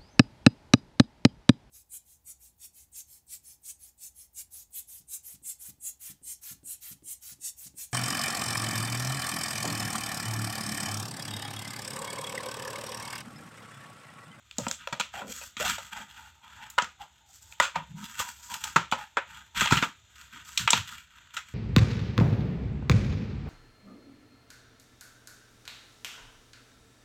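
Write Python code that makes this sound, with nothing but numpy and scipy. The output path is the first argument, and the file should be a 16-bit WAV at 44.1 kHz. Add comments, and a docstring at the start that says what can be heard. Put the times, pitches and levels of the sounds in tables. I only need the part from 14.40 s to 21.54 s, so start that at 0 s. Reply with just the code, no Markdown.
"""A small room, with the microphone close: hands tear a thin plastic blister off its cardboard backing.
The blister buckles in sharp snaps: clicks ring its shell, and the card thumps under some of them.
The glue seam rips in a dense crackle of random clicks; handling scrapes, groans or thuds as gliding noise.
Air shut in the blister rings for a while; wall reflections and a faint room tone lie behind it all."""
import sys
import numpy as np
from scipy import signal
from scipy.io import wavfile
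from scipy.ndimage import uniform_filter1d

SR = 44100
rng = np.random.default_rng(int(sys.argv[2]) if len(sys.argv) > 2 else 0)


def wrap_up_sound(samples):
    """Save the sound to the file named by the first command line argument, as 16-bit audio."""
    columns = np.atleast_2d(samples).T
    # keep every value between -1 and 1, then stretch to whole-number steps
    tamed = np.clip(columns, -1, 1)
    steps = np.round(tamed * 32767).astype(np.int16)
    wavfile.write(sys.argv[1], SR, steps)


N = 314874
EDGE_HZ = 16300  # upper band limit
BINS = np.fft.rfftfreq(4096, 1 / SR) + 1  # frequencies of every filter curve, Hz; +1 avoids zero
OPENS_S = 5.15  # the seam gives way
THUMP_LOW_HZ, THUMP_HIGH_HZ = 140, 350  # the card thumps between these, the snaps lie above


def gain_of(db):
    """Decibels to amplitude."""
    return 10 ** (np.asarray(db) / 20)


def evened(x):
    """Scales to rms 1."""
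    return x / np.sqrt(np.mean(x ** 2) + 1e-20)


def read(points, hz):
    """Reads a curve on a log-frequency axis."""
    point_hz, value = np.transpose(points)
    return np.interp(np.log(hz + 1), np.log(point_hz + 1), value)


def add(mix, start_s, sound):
    """Mixes a sound in at start_s, cut off at the end of the scene."""
    part = mix[max(round(start_s * SR), 0):][:len(sound)]
    part += sound[:len(part)]


def wander(per_s):
    """Slow chance: a new random value per_s times a second, joined by straight lines."""
    return np.interp(np.arange(N) * per_s / SR, np.arange(N), rng.standard_normal(N))


def ripple(order=14):
    """Fine peaks and dips of a spectrum, as of one spot on the plastic; rms 1 on BINS."""
    once = uniform_filter1d(rng.standard_normal(len(BINS)), order)
    return evened(uniform_filter1d(once, order))


def peak(hz, width_hz):
    """Power response of one resonance on BINS, 1 at its top."""
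    return 1 / (1 + (2 * (BINS - hz) / width_hz) ** 2)


def region(hz, octaves=0.74):
    """The broad lift of one crease or spot around its pitch, 1 at its top."""
    return np.exp(-(np.log2(BINS / hz) / octaves) ** 2)


def colour(x, curve_db):
    """Causal (minimum-phase) filter with the given gain on BINS: it rings after a click, never before."""
    log_gain = np.log(gain_of(np.maximum(curve_db, -100)))
    circle = np.concatenate([log_gain, log_gain[-2:0:-1]])
    spectrum = np.exp(np.conj(signal.hilbert(circle)))
    response = np.fft.ifft(spectrum).real
    return signal.oaconvolve(x, response)[:len(x)]


def struck(force, curve_db):
    """What a short force sets ringing, at level 1 over 10 ms."""
    ring = colour(force, curve_db)
    return ring / np.linalg.norm(ring) * np.sqrt(SR / 100)


def quiver(hz, width_hz):
    """Narrow noise of rms 1 that follows a pitch curve: a slow complex wobble turned by the pitch."""
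    r = np.exp(-np.pi * abs(width_hz) / SR)
    a, b = rng.standard_normal((2, len(hz) + SR // 10))  # the extra 0.1 s lets the filter settle
    wobble = signal.lfilter([1], [1, -2 * r, r * r], a + 1j * b)[-len(hz):]
    turning = np.exp(2j * np.pi * np.cumsum(hz) / SR)
    return evened((wobble * turning).real)


# broad colour of the pack: pitch_hz [Hz], gain_db [dB]
PACK_COLOUR = [(40, 31), (110, 0.5), (220, 2.5), (320, -10), (700, -1), (1000, -1.5), (1450, 3),
               (1900, 2.5), (3400, 3), (4900, -8.5), (7500, -5), (9300, -27), (16000, -27.5)]
# resonances of the blister shell: pitch_hz [Hz], width_hz [Hz], lift_db [dB]
SHELL_MODES = [(952, 154, 13), (1245, 51, 8), (1375, 168, 8.5), (2470, 54, 5.5)]


def pack_db(low_hz, high_hz, tuning=1):
    """Response of the pack with its shell resonances, within one band; their pitch is multiplied by tuning."""
    lifts = sum(lift_db * peak(hz * tuning, width_hz) for hz, width_hz, lift_db in SHELL_MODES)
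    band = -10 * np.log10((1 + (low_hz / BINS) ** 8) * (1 + (BINS / high_hz) ** 8))
    return read(PACK_COLOUR, BINS) + lifts + band


# colour of the room tone: pitch_hz [Hz], gain_db [dB, relative]
HISS_COLOUR = [(30, -25.5), (65, 13.5), (250, -9.5), (700, -11), (1400, -15), (3700, -1), (4800, -26.5),
               (7000, -4.5), (9500, -41), (16000, -43)]


def room_tone(level_db=-62, ripple_db=3):
    """Steady noise with a coloured spectrum; its level wavers slightly."""
    curve_db = read(HISS_COLOUR, BINS) + ripple_db * ripple()
    hiss = evened(colour(rng.standard_normal(N), curve_db))
    return gain_of(level_db + 2 * wander(per_s=16)) * hiss


# pulls at the seam and rubs of the fingers:
# start_s [s], length_s [s], crackle_db [dB, drive of the shell], fizz_db [dB, drive of the surfaces]
PULLS = [(0.159, 0.16, -46.5, -49.5), (0.379, 0.077, -50.5, -69), (0.719, .11, -44, -54.5),
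         (0.849, 0.22, -49, -45.5), (1.167, 0.18, -33.5, -39.5), (1.334, 0.15, -50, -54),
         (1.5, 0.13, -44.5, -54.5), (1.651, 0.23, -52, -60.5), (2.01, 0.23, -53.5, -66),
         (2.153, 0.16, -50.5, -64), (2.59, 0.036, -42, -53.5), (2.842, 0.3, -87, -58.5),
         (3.341, 0.028, -29.5, -50), (3.547, 0.34, -50.5, -54), (3.768, 0.048, -31, -33),
         (3.863, 0.037, -42.5, -42.5), (3.931, 0.32, -58, -52), (4.084, 0.081, -40.5, -42.5),
         (4.2, 0.12, -42, -46), (4.537, 0.098, -44.5, -56.5), (4.86, 0.16, -49.5, -60.5),
         (5.145, 0.1, -26.5, -37.5), (5.257, 0.19, -35, -45.5), (5.726, 0.18, -55, -61.5),
         (5.9, 0.11, -46.5, -58.5), (6.035, 0.12, -50, -50.5), (6.187, 0.02, -25, -30),
         (6.317, 0.074, -30, -40.5), (6.398, 0.22, -48.5, -56), (6.65, 0.66, -59, -83),
         (6.931, 0.019, -39, -44), (7.047, 0.21, -57.5, -62)]
ATTACK_S, SWELL_DB, RELEASE_S = 0.034, 4, 0.02
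GRIP_CRACKLE_DB, GRIP_FIZZ_DB = -68.5, -73  # faint rustle of the grip alone


def effort():
    """Drive of crackle and fizz: the steady grip plus pulls that take hold, swell and die, summed as power."""
    crackle_power = np.full(N, gain_of(GRIP_CRACKLE_DB) ** 2)
    fizz_power = np.full(N, gain_of(GRIP_FIZZ_DB) ** 2)
    for start_s, length_s, crackle_db, fizz_db in PULLS:
        t = np.arange(0, length_s + 10 * RELEASE_S, 1 / SR)
        swell = gain_of(SWELL_DB * (np.sin(np.pi * np.minimum(t / length_s, 1)) - 1))
        attack = np.minimum(t / ATTACK_S, 1)
        release = np.exp(-np.maximum(t - length_s, 0) / RELEASE_S)
        shape = attack * swell * release
        add(crackle_power, start_s, (gain_of(crackle_db) * shape) ** 2)
        add(fizz_power, start_s, (gain_of(fizz_db) * shape) ** 2)
    return np.sqrt([crackle_power, fizz_power])


def crackle(per_s, spread_db, smooth):
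    """Fibres and glue letting go: random clicks, a few of them large, over smooth friction."""
    size = gain_of(spread_db * np.minimum(rng.exponential(1, N), 3.6))
    clicks = size * rng.choice([-1, 1], N) * (rng.random(N) < per_s / SR)
    return evened(evened(clicks) + smooth * rng.standard_normal(N))


def cavity_air(body, loosens_s=1.45, air_hz=900, width_hz=118, air_db=-6, squeeze=0.054, most_db=-41):
    """Air shut in the blister rings from when the hand loosens until the seam gives way."""
    t = np.arange(N) / SR
    pitch = air_hz * (1 + squeeze * wander(per_s=10))  # the grip shifts it
    ring = quiver(pitch, width_hz) * (t > loosens_s) * (t < OPENS_S)
    damping = gain_of(air_db + 7 * np.tanh(wander(per_s=19)))  # the grip damps it now more, now less
    return ring * damping * np.minimum(body, gain_of(most_db))  # harder pulls ring it no louder


def card_flex(lump_db=0.5):
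    """The card bends in uneven lumps: low noise through the pack."""
    flex = evened(colour(rng.standard_normal(N), pack_db(low_hz=90, high_hz=282)))
    return flex * gain_of(lump_db * np.tanh(wander(per_s=37)))


# colour of the surface fizz: pitch_hz [Hz], gain_db [dB]
FIZZ_COLOUR = [(2000, -37), (4000, -10.5), (7800, 0), (9300, -19), (11200, -18.5), (13000, -9.5),
               (16000, -23.5)]


def rubbing(shell_db=-1, flex_db=-15, jerk_db=3, spot_db=4.5, shift_db=5.5, region_db=11):
    """Jerky pulls crackle at six spots, each with its own pitch; they ring shell and air, fizz, flex the card."""
    body, surface = effort() * gain_of(jerk_db * wander(per_s=75))
    shell, fizz = np.zeros(N), np.zeros(N)
    for hz in np.geomspace(850, 3460, 6):
        shifting = gain_of(shift_db * np.tanh(wander(per_s=34)))  # the pull moves from spot to spot
        grains = crackle(per_s=230, spread_db=5.0, smooth=0.83) * shifting
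        spot = spot_db * ripple()
        shell_curve = pack_db(low_hz=1140, high_hz=4050) + spot + region_db * region(hz)
        shell += evened(colour(grains, shell_curve))
        fizz += evened(colour(grains, read(FIZZ_COLOUR, BINS) + spot))
    pack = gain_of(shell_db) * evened(shell) + gain_of(flex_db) * card_flex()
    return body * pack + cavity_air(body) + surface * evened(fizz)


# how fast the reflections die: pitch_hz [Hz], fall_s [s to fall 60 dB]
ROOM_DECAY = [(300, 0.18), (1200, 0.21), (3000, 0.28), (15000, 0.23)]


def room(x, gap_s=.011, size=16384):
    """Dense wall reflections, each band dying at its own speed; redrawn in blocks as the pack moves."""
    out, n = np.zeros(N), SR // 2
    window = signal.windows.cosine(size)
    padded = np.pad(x, (size // 2, size))
    for start in range(0, N, size // 2):
        taps = rng.choice([-1., 1.], n) * (rng.random(n) < 4000 / SR)  # 4000 reflections a second
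        taps *= np.arange(n) > gap_s * SR
        hz, t, z = signal.stft(taps, SR, nperseg=256)
        fading = gain_of(-60 * t / read(ROOM_DECAY, hz)[:, None])
        tail = signal.istft(z * fading, SR, nperseg=256)[1]
        echo = signal.fftconvolve(window * padded[start:start + size], tail / np.linalg.norm(tail))
        early = max(size // 2 - start, 0)  # samples that fall before the scene begins
        add(out, (start + early - size // 2) / SR, echo[early:])
    return out


# snaps of the blister, and one softer echo off a wall at 3.224 s:
# start_s [s], level_db [dB], brightness_db [dB per octave near the pivot],
# pitch_hz [Hz, of the crease], buckle_s [s, time scale of the buckle]
SNAPS = [(0.1118, -44.5, 7, 3600, 0.00036), (0.1835, -29, 11.5, 6450, 0.0012),
         (0.186, -34, -20, 570, 0.0055), (0.2676, -30, -6, 606, 0.00032), (0.283, -33.5, 9, 7500, 0.0011),
         (0.313, -28.5, 7.5, 8600, 0.0004), (0.4739, -32, 1.5, 660, 0.00067),
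         (0.526, -29, 0.5, 546, 0.0039), (0.598, -25, 5.5, 1030, 0.0037), (0.6099, -28, 2.5, 2600, 0.0014),
         (.818, -36, -8.5, 1190, 0.0029), (1.014, -42, 2, 680, 0.0065), (1.168, -35, 3.5, 2650, 0.0037),
         (1.383, -36, 1.5, 770, .004), (1.568, -41, 1.5, 1450, 0.0028), (2.301, -44.5, 20, 13000, 0.0022),
         (2.3808, -20.5, -4.5, 1210, 0.0035), (2.385, -15.5, -0.5, 1500, 0.0014),
         (2.421, -32.5, 2, 6000, 0.0014), (2.444, -38, 3, 1280, .002), (3.124, -46.5, 5.5, 2770, 0.00083),
         (3.2, -13.5, 2, 1350, 0.0016), (3.224, -23, 3.5, 1300, 0.015), (3.357, -25, -3, 810, 0.0045),
         (3.8, -30.5, 0.5, 1000, 0.0024), (4.239, -29.5, 11, 1320, 0.0024), (4.3609, -12, 0.5, 1180, 0.002),
         (4.515, -34, 7, 1240, 0.0019), (4.5234, -19.5, -0.5, 850, 0.0043), (4.77, -19, -5.5, 1900, 0.0058),
         (5.2087, -20.5, 6, 1320, 0.0022), (5.216, -21, -0.5, 1280, 0.0021),
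         (5.258, -25.5, 1.5, 3140, 0.0024), (5.273, -25, 1.5, 2620, 0.0035),
         (5.3092, -18.5, 3.5, 1120, 0.014), (5.3232, -16, 4.5, 1640, 0.0043),
         (5.371, -22.5, 1.5, 2200, 0.0052), (5.425, -19.5, 1, 1310, 0.0045),
         (6.1752, -20.5, 9.5, 3940, 0.0028), (6.276, -16.5, 0, 2250, 0.0027), (6.305, -16, 8, 6440, 0.0011),
         (6.3318, -14.5, -1.5, 4800, 0.0021), (6.967, -28.5, 5, 1630, 0.0068)]
CREASE_DB, PIVOT_HZ, TILT_OCTAVES = 8.5, 2500, 1.88  # the tilt levels off this far from the pivot
SETTLE_DB, SETTLE_S, SETTLE_PER_S = -13, .027, 820  # crinkle: level under the snap, decay, grains a second
DOME_HZ, DOME_WIDTH_HZ, DOME_DB = 538, 132, 11  # knock of the dome while it is still glued down


def snaps(first=1.0, per_s=6000, spot_db=3.0, lead=0.025, detune=0.028):
    """A crease creaks, pops through in a dying run of buckles, and crinkles as it settles.
    The wall echo is made in the same way.
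    Returns the sound at the microphone and the smoother sum of what is thrown in all directions."""
    near, thrown = np.zeros(N), np.zeros(N)
    t = np.arange(-512, 8192) / SR  # 0 is the pop itself
    octaves = TILT_OCTAVES * np.tanh(np.log2(BINS / PIVOT_HZ) / TILT_OCTAVES)
    for start_s, level_db, brightness_db, pitch_hz, buckle_s in SNAPS:
        age = abs(t) / buckle_s  # a slow buckle also builds up slowly
        force = np.where(t < 0, lead * np.exp(-age), np.exp(-age / 2.1))
        buckles = force * rng.standard_normal(len(t)) * (rng.random(len(t)) < per_s / SR)
        buckles += first * (t == 0)
        settling = (t > buckle_s) * np.exp(-t / SETTLE_S)
        crinkle = settling * rng.standard_normal(len(t)) * (rng.random(len(t)) < SETTLE_PER_S / SR)
        tuning = 1 + detune * rng.uniform(-1.3, 1)  # bending retunes the shell
        shell = pack_db(THUMP_HIGH_HZ, EDGE_HZ, tuning)
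        shell += brightness_db * octaves + CREASE_DB * region(pitch_hz)
        shell += DOME_DB * peak(DOME_HZ, DOME_WIDTH_HZ) * (start_s < OPENS_S)
        pop = struck(buckles, shell + spot_db * ripple())
        pop += gain_of(SETTLE_DB) * struck(crinkle, shell)
        add(near, start_s + t[0], gain_of(level_db) * pop)
        add(thrown, start_s + t[0], gain_of(level_db) * struck(1. * (t == 0), shell))
    return near, thrown


# gliding noises of handling: start_s [s], length_s [s], level_db [dB], start_hz [Hz], end_hz [Hz]
GLIDES = [(0.181, 0.081, -44, 142, 108), (0.738, 0.08, -42.5, 780, 802), (0.782, 0.14, -50, 633, 484),
          (0.818, 0.096, -49, 250.4, 211), (1.198, 0.077, -36.5, 500, 920), (1.272, 0.06, -50.5, 229, 204),
          (1.542, 0.082, -57, 1002, 584), (1.594, 0.063, -57, 226, 205), (2.591, 0.076, -58, 1114, 882),
          (3.362, 0.0755, -44, 146, 174), (3.489, 0.16, -43.5, 137.6, 209.5), (5.317, 0.069, -28, 113, 146),
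          (5.942, 0.054, -60, 242, 256), (6.204, 0.062, -41.5, 160, 111), (6.342, 0.076, -39, 158, 90)]
GLIDE_WIDTH = 0.35  # width of the noise, as a share of its starting pitch


def glides(taper=0.12):
    """Gliding narrow noises of handling: high ones scrape, low ones groan or thud softly."""
    out = np.zeros(N)
    for start_s, length_s, level_db, start_hz, end_hz in GLIDES:
        n = int(length_s * SR)
        glide = quiver(np.geomspace(start_hz, end_hz, n), GLIDE_WIDTH * start_hz)
        add(out, start_s, gain_of(level_db) * glide * signal.windows.tukey(n, taper))
    return out


# thumps of the card: start_s [s], level_db [dB]
THUMPS = [(0.1843, -31), (0.2682, -33.5), (0.525, -38), (0.6, -42.5), (1.168, -49.5), (2.4212, -42.5),
          (3.2, -39.5), (4.3603, -24.5), (4.5234, -34), (5.217, -30), (5.3233, -17.5), (5.4245, -28.5),
          (6.3325, -32.5)]


def thumps(decay_s=0.0038):
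    """The card springs back under some of the snaps: a short, dull push of dying noise."""
    out, t = np.zeros(N), np.arange(4096) / SR
    card = pack_db(THUMP_LOW_HZ, THUMP_HIGH_HZ)
    for start_s, level_db in THUMPS:
        push = np.exp(-t / decay_s) * rng.standard_normal(len(t))
        add(out, start_s, gain_of(level_db) * struck(push, card))
    return out


def scene(snap_room_db=-10.5, rub_room_db=-9):
    """The pack, its reflections in the room, and the room tone."""
    pops, thrown = snaps()
    handling = rubbing() + glides() + thumps()
    reflections = room(gain_of(snap_room_db) * thrown + gain_of(rub_room_db) * handling)
    return (pops + handling + reflections + room_tone())[None]


def record(dry, ceiling=0.6, low_hz=48):
    """A small microphone drops the deepest bass, the loudest peaks are rounded off; then the band limit."""
    bass_cut = signal.butter(2, low_hz, "highpass", fs=SR, output="sos")
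    thinned = signal.sosfilt(bass_cut, dry)
    rounded = ceiling * np.tanh(thinned / ceiling)
    band_limit = signal.firwin(511, EDGE_HZ, window=("kaiser", 9), fs=SR)
    return signal.oaconvolve(rounded, band_limit[None], "same")


dry = scene()
out = record(dry)
wrap_up_sound(out)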